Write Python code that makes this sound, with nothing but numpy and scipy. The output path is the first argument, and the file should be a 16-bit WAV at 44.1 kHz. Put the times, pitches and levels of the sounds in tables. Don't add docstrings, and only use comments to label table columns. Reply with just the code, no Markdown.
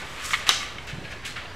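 import sys
import numpy as np
from scipy import signal
from scipy.io import wavfile
from scipy.ndimage import uniform_filter1d

SR = 44100
rng = np.random.default_rng(int(sys.argv[2]) if len(sys.argv) > 2 else 0)


def bounce(signal):
    frames = np.transpose(np.atleast_2d(signal))
    limited = np.clip(frames, -1, 1)
    pcm = np.round(limited * 32767).astype(np.int16)
    wavfile.write(sys.argv[1], SR, pcm)


def amplitude_ratio(level_db):
    exponent = np.asarray(level_db, float) / 20
    return 10 ** exponent


N = 68355
SNAP_S = 0.4915

# (frequency [Hz], gain [dB])
TONE_SHAPE = [(32, -19), (58, -0.5), (140, -7.5), (260, -12), (900, -14.5), (2200, -17.5), (5000, -29.5),
              (15800, -54.5)]
# (frequency [Hz], gain [dB])
TONE_SIDE_SHAPE = [(15, -44), (25, 4), (133, -2.5), (382, 0), (425, -3), (4100, -10), (8270, -18.5),
                   (15800, -44.5)]
# (frequency [Hz], level [dB])
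HUM_PARTIALS = [(59, -53), (103, -55)]
# (time [s], level [dB], brightness [dB])
SLIDE_PATH = [(0, -38, -1), (.03, -39.5, -3), (.13, -44.5, 4.5), (.215, -37.5, 0.5), (.235, -38, 6.5),
              (.25, -34, 10), (.28, -39.5, 11.5), (.33, -36, 10), (.36, -47, 13.5), (.43, -38, -1.5),
              (.46, -41, -5), (.5, -42, 6), (.58, -41.5, 6.5), (.63, -37.5, 2), (.68, -41, -3.5),
              (.75, -50.5, 2.5), (1.4, -56, 2), (1.55, -52, 2)]
# (start [s], hold [s], fade t60 [s], level [dB], brightness [dB])
EDGE_SCUFFS = [
    (0.465, 0.041, 0.076, -27.5, -2),
    (0.489, 0.02, 0.24, -29, 2),
    (0.871, 0.034, 0.19, -39.5, -2.5),
    (1.039, 0.02, 0.28, -43, -5),
    (1.106, .01, 0.15, -43, 0),
    (1.119, 0.011, 0.082, -39.5, -15),
    (1.236, 0.012, 0.089, -43.5, -19),
    (1.248, 0.015, 0.3, -36.5, 7.5),
    (1.358, 0.0067, 0.38, -36.5, -7),
    (1.423, 0.026, 0.18, -50.5, -3),
]
# (frequency [Hz], width [Hz], level [dB])
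SHEET_MODES = [(1300, 120, 2), (2120, 600, -7), (3190, 50, 3.5), (3720, 97, -27), (5030, 31, -23)]
# (frequency [Hz], gain [dB])
SHEET_SHAPE = [(300, -23.5), (520, -10.5), (900, -13), (1150, -1), (2300, 0), (3900, -5), (4700, -12),
               (15500, -54)]
# (frequency [Hz], gain [dB])
LATE_SCUFF_CUT = [(600, 1), (1150, -7), (1600, 0), (4300, -0.5), (5000, -0.5)]
# (frequency [Hz], gain [dB])
RUB_HISS_SHAPE = [(2500, -13.5), (4500, -1.5), (6000, -0.5), (8000, -0.5), (9000, -6.5), (11000, -8.5),
                  (13500, -15.5), (15500, -24)]
# (start [s], length [s], centre [Hz], level [dB])
DESK_DRAGS = [(1.25, .1, 3100, -46), (.495, .11, 5050, -32.5), (0.0093, .07, 830, -43),
              (.488, .04, 387, -42), (0.969, .1, 300, -47), (.98, .1, 514, -51), (1.4, .15, 750, -48),
              (.494, .1, 3700, -32), (.56, .11, 4800, -41), (.465, .026, 4300, -39), (.925, .13, 140, -46),
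              (1.235, .02, 2000, -42), (1.3575, .05, 1500, -38), (.868, .06, 5200, -50),
              (1.1, .05, 5000, -52)]
# (start [s], length [s], centre [Hz], level [dB])
EDGE_SINGS = [(.868, .07, 2680, -45), (.875, 0.046, 1700, -49), (1.055, 0.031, 1650, -43.5),
              (1.045, .02, 2500, -46), (1.12, .045, 1660, -49), (1.262, .045, 1640, -43),
              (1.26, 0.055, 2620, -45), (1.28, .05, 4200, -48.5), (1.25, .04, 3800, -47),
              (.6, .05, 1150, -41.5), (.6, .05, 2150, -39)]
# (time [s], peak [dB], main pitch [Hz], ring t60 [s])
BUCKLES = [(.021, -28, 1544, 0.031), (0.2937, -24, 1300, 0.015), (0.3067, -24, 3150, 0.022),
           (.309, -24, 1900, .015), (0.307, -20.5, 1300, 0.02), (0.328, -34, 2500, .015),
           (0.334, -15, 2203, 0.03), (0.3335, -19, 1140, .024), (0.3386, -15.5, 1956, 0.036),
           (.3397, -10, 2010, 0.015), (0.341, -16, 3610, 0.0098), (.3435, -17, 2110, 0.024),
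           (0.347, -19, 1954, 0.031), (0.3353, -17, 3210, .013), (.352, -20, 3220, .012),
           (.3505, -26, 2520, 0.023), (0.4672, -22, 2640, 0.015), (0.474, -14, 1955, 0.006),
           (0.498, -10, 3340, 0.011), (0.5018, -11, 1210, 0.013), (0.5073, -12, 2900, 0.011),
           (.783, -29, 2226, 0.041), (0.7844, -34.5, 3120, 0.029), (0.893, -35, 3060, 0.033),
           (1.05, -39, 2210, .02), (1.133, -33, 1673, 0.025), (1.2517, -32.5, 2750, 0.04),
           (1.2527, -34, 3340, .03), (1.251, -36, 3980, .03), (1.254, -36, 1890, .05),
           (1.281, -34, 1800, 0.053), (1.3595, -30, 1750, 0.018), (1.364, -30, 1590, .025),
           (1.366, -33.5, 2300, 0.03), (1.366, -36.5, 3260, 0.027), (1.379, -32, 1395, 0.046),
           (1.388, -34, 2120, .02), (1.4, -35, 1950, .025), (1.412, -35, 2380, .025),
           (1.425, -33, 1900, .02), (1.445, -37, 750, .04), (.901, -34, 1710, 0.023),
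           (1.041, -36, 2830, .02), (1.128, -34, 2680, 0.033), (1.157, -38, 1710, 0.027),
           (0.531, -23, 5940, .012), (.545, -24, 6520, .012), (.564, -24, 6100, 0.013),
           (.519, -17, 3500, 0.017), (1.456, -30.5, 2820, 0.023), (0.518, -23, 6040, .012)]
# (time [s], peak [dB])
EDGE_TICKS = [
    (0.4674, -30),
    (0.4736, -33),
    (0.871, -33),
    (1.2495, -40),
]
# (frequency [Hz], t60 [s])
ROOM_DECAY = [(250, 0.62), (700, 0.86), (1700, 0.58), (4600, 0.7), (12000, 0.2)]
# (frequency [Hz], level [dB], t60 [s])
SNAP_MODES = [(1180, -9.5, 0.016), (2050, -31, .01), (3830, -0.5, 0.011), (4655, -13.5, 0.012),
              (4830, -12.5, 0.0087), (5840, -11, 0.0037), (7700, -17, 0.009), (9640, -19, .01),
              (12900, -14, 0.0045)]
# (frequency [Hz], gain [dB])
CRACK_COLOUR = [(300, -21), (900, -6), (2000, -13.5), (4000, 1), (6500, 3), (8200, -8), (13000, -17),
                (15500, -31)]
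# (time [s], peak [dB], pitch [Hz], cycles [count])
DESK_THUDS = [
    (0.936, -29.5, 130, 1.27),
    (0.95, -29.5, 138, 1.4),
    (.9835, -30, 149, 2),
    (0.993, -35, 210, 1.1),
    (.9565, -39, 230, 0.94),
    (1.004, -37, 160, 1.1),
    (1.016, -37, 180, 1.2),
    (1.051, -33.5, 120, 1.5),
    (0.718, -40, 84.5, 1.8),
]
# (time [s], share [dB])
OFF_CENTRE = [
    (.28, -40),
    (.31, -21),
    (.45, -19),
    (.52, -14),
    (.6, -19),
    (.75, -18),
]


def evened(x):
    return x / np.sqrt(np.mean(x ** 2) + 1e-20)


def read(points, hz):
    f, value = np.transpose(points)
    return np.interp(np.log(hz + 1), np.log(f + 1), value)


def add(mix, s, sound):
    part = mix[round(s * SR):][:len(sound)]
    part += sound[:len(part)]


def smoothed(x, size, axis=-1):
    return uniform_filter1d(uniform_filter1d(x, size, axis), size, axis)


def coloured(x, gain_db):
    hz = abs(np.fft.fftfreq(4096, 1 / SR))
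    log_gain = np.log(amplitude_ratio(np.maximum(gain_db(hz), -100)))
    taps = np.fft.ifft(np.exp(np.conj(signal.hilbert(log_gain)))).real[:2048]
    return signal.oaconvolve(x, taps)[:len(x)]


def room_tone(shape):
    frames, hz = N // 256 + 5, np.fft.rfftfreq(1024, 1 / SR)
    a, b, patches = rng.standard_normal((frames, 513, 3)).T
    patches = uniform_filter1d(uniform_filter1d(patches, 8, 0), 10, 1)
    patch_db = 2.5 * evened(patches) * np.clip(hz[:, None] / 600, 0, 1)
    z = (a + 1j * b) * amplitude_ratio(read(shape, hz)[:, None] + patch_db) * (hz[:, None] > 30)
    return evened(signal.istft(z, nperseg=1024, noverlap=768)[1][:N])


def mains_hum():
    drift = evened(smoothed(rng.standard_normal(N), 3000))
    turns = np.cumsum(1 + 0.06 * drift) / SR
    return sum(np.sqrt(2) * amplitude_ratio(db) * np.sin(2 * np.pi * hz * turns) for hz, db in HUM_PARTIALS)


def sheet_db(hz):
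    bumps = sum(amplitude_ratio(db) / np.sqrt(1 + (2 * (hz - f) / w) ** 2) for f, w, db in SHEET_MODES)
    return read(SHEET_SHAPE, hz) + 0.2 * 20 * np.log10(bumps + 0.54) - 30 * (hz < 250)


def late_scuff_db(hz):
    return sheet_db(hz) + read(LATE_SCUFF_CUT, hz)


def hiss_db(hz):
    return read(RUB_HISS_SHAPE, hz) - 40 * (hz < 2000)


def friction():
    rise_s, hold_droop_db, hiss_level_db, late_s = 0.0033, -0.5, -11, 0.79
    slips_per_s, slip_spread_db, clump_db = 14000, 1.5, 1.5
    t = np.arange(N) / SR
    s, level_db, bright_db = np.transpose(SLIDE_PATH)
    body = amplitude_ratio(np.interp(t, s, level_db))
    hiss = body * amplitude_ratio(np.interp(t, s, bright_db))
    for start, hold, t60, db, bright in EDGE_SCUFFS:
        u = t - start
        fade_db = hold_droop_db * np.clip(u / hold, 0, 1) - 60 * np.maximum(u - hold, 0) / t60
        shape = np.clip(u / rise_s, 0, 1) * amplitude_ratio(db + fade_db)
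        body = np.hypot(body, shape)
        hiss = np.hypot(hiss, shape * amplitude_ratio(bright))
    late = np.clip((t - late_s) / .05 + .5, 0, 1)
    layers = [(body * np.sqrt(1 - late), sheet_db),
              (body * np.sqrt(late), late_scuff_db),
              (hiss * amplitude_ratio(hiss_level_db), hiss_db)]
    out = np.zeros(N)
    for drive, colour in layers:
        clump = amplitude_ratio(clump_db * evened(smoothed(rng.standard_normal(N), 150)))
        strength = amplitude_ratio(slip_spread_db * np.minimum(rng.exponential(1, N), 4))
        slips = (rng.random(N) < slips_per_s / SR) * rng.standard_normal(N) * strength * clump
        steady = coloured(slips, colour)
        out += coloured(slips * drive, colour) / np.sqrt(np.mean(steady ** 2))
    return out


def drags(rows, width):
    out = np.zeros(N)
    for s, length, hz, db in rows:
        t = np.arange(0, length, 1 / SR)
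        band = lambda f: -20 * np.log(np.maximum(f, 1) / hz) ** 2 / width
        noise = coloured(rng.standard_normal(9000), band)[-len(t):]
        add(out, s, amplitude_ratio(db) * np.sin(np.pi * (t / length) ** 0.56) * evened(noise))
    return out


def pops():
    rise_s, pitch_spread, neighbour_db, puff_db = 0.0011, 0.302, -12, -9.5
    tick_t60, tick_tilt = 0.0025, 0.5
    out, puff, tick = np.zeros((3, N))
    t = np.arange(3000) / SR
    for (s, db, hz, t60), draw in zip(BUCKLES, rng.random((len(BUCKLES), 6))):
        near = sum(np.sin(2 * np.pi * (hz * (1 + pitch_spread * (2 * a - .6)) * t + b))
                   for a, b in draw.reshape(3, 2))
        shape = np.sin(np.pi / 2 * np.minimum(t / rise_s, 1)) ** 2 * amplitude_ratio(db - 60 * t / t60)
        add(out, s - rise_s / 2, shape * (np.sin(2 * np.pi * hz * t) + amplitude_ratio(neighbour_db) * near))
        add(puff, s - rise_s / 2, shape * amplitude_ratio(puff_db))
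    for s, db in EDGE_TICKS:
        add(tick, s, amplitude_ratio(db - 60 * t / tick_t60))
    noise = rng.standard_normal(N)
    puffs = coloured(noise * puff, sheet_db) / np.std(coloured(noise, sheet_db))
    ticks = coloured(noise * tick, lambda hz: tick_tilt * read(CRACK_COLOUR, hz))
    return out + puffs + ticks


def room(x):
    gap_s, sameness = .004, 0.98
    size = SR // 2 + SR // 4
    taps = np.zeros((2, size))
    at = np.arange(round(gap_s * SR), size - 20, 12)
    at = at + rng.integers(0, 12, (2, len(at)))
    np.put_along_axis(taps, at, rng.choice([-1., 1.], at.shape), 1)
    hz, t, z = signal.stft(taps, SR, nperseg=256)
    decay = amplitude_ratio(-60 * t / read(ROOM_DECAY, hz)[:, None])
    mid, side = signal.istft(z * decay, SR, nperseg=256)[1]
    spread = np.sqrt(1 - sameness) / 2
    tail = np.array([mid + spread * side, mid - spread * side]) / np.linalg.norm(mid)
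    return signal.fftconvolve(x[None], tail, axes=1)[:, :N]


def snap():
    rise_s, crack_db, crack_t60 = 0.00016, -9, 0.017
    ring, crack = np.zeros((2, N))
    t = np.arange(3000) / SR
    rise = np.minimum(t / rise_s, 1)
    modes = sum(amplitude_ratio(db - 60 * t / t60) * np.sin(2 * np.pi * hz * t) for hz, db, t60 in SNAP_MODES)
    add(ring, SNAP_S, -rise * modes)
    noise = evened(coloured(rng.standard_normal(len(t)), lambda hz: read(CRACK_COLOUR, hz)))
    add(crack, SNAP_S, rise * amplitude_ratio(crack_db - 60 * t / crack_t60) * noise)
    return ring, crack


def thuds():
    out, t = np.zeros(N), np.arange(-1300, 1300) / SR
    for s, db, hz, cycles in DESK_THUDS:
        swell = np.exp(-(2 * hz * t / cycles) ** 2)
        add(out, s + t[0], amplitude_ratio(db) * np.cos(2 * np.pi * hz * t) * swell)
    return out


def scene():
    side = np.array([[.5], [-.5]])
    rub = friction() + drags(EDGE_SINGS, 0.0031)
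    dragged = drags(DESK_DRAGS, 0.42)
    buckles = pops()
    ring, crack = snap()
    low = amplitude_ratio(-42) * room_tone(TONE_SHAPE) + mains_hum() + thuds() + dragged
    low = low * amplitude_ratio(side * -1.5)
    wet = amplitude_ratio(-6.5) * room(rub + amplitude_ratio(-5) * buckles + amplitude_ratio(-10) * ring + crack)
    share = amplitude_ratio(np.interp(np.arange(N) / SR, *np.transpose(OFF_CENTRE)))
    aside = share * np.roll(rub + wet[0] + dragged + buckles, round(.0013 * SR))
    early = amplitude_ratio(-20) * 2 * np.gradient(ring + crack)
    wide = (aside + early + amplitude_ratio(-60) * room_tone(TONE_SIDE_SHAPE)) * 2 * side
    return rub + buckles + (ring + crack) * amplitude_ratio(side * .8) + wet + low + wide


def band_limit(x):
    return signal.sosfilt(signal.butter(12, 16510, fs=SR, output="sos"), x)


def record(dry):
    edge_hz, offset = 15750, 0.0054
    gate_db, scatter_db, floor_db = -16.5, 5, -76.5
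    low_pass = signal.firwin(511, edge_hz, window=("kaiser", 9), fs=SR)
    x = signal.oaconvolve(np.clip(dry, -.9, .9), low_pass[None], "same")
    mid, side = (x[0] + x[1]) / 2, (x[0] - x[1]) / 2
    hz, at, (m, s) = signal.stft(np.array([mid, side]), SR, nperseg=2048)
    band = np.minimum((6 * np.log2(1 + hz / 900)).astype(int), 39)
    bands = range(band.max() + 1)
    power = lambda z: np.array([np.mean(abs(z[band == k]) ** 2, 0) for k in bands])
    scatter = scatter_db * rng.standard_normal((len(bands), m.shape[1]))
    limit = (power(m) + amplitude_ratio(2 * floor_db)) * amplitude_ratio(2 * (gate_db + scatter))
    strong = (power(s) > limit)[band]
    at_snap = (abs(at - SNAP_S) < .02) & (hz[:, None] > 2600)
    keep = strong | (hz[:, None] < 1000) | at_snap
    side = signal.istft(s * keep, SR, nperseg=2048)[1][:N]
    return band_limit(np.array([mid + side, mid - side]) + offset)


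dry = scene()
out = record(dry)
bounce(out)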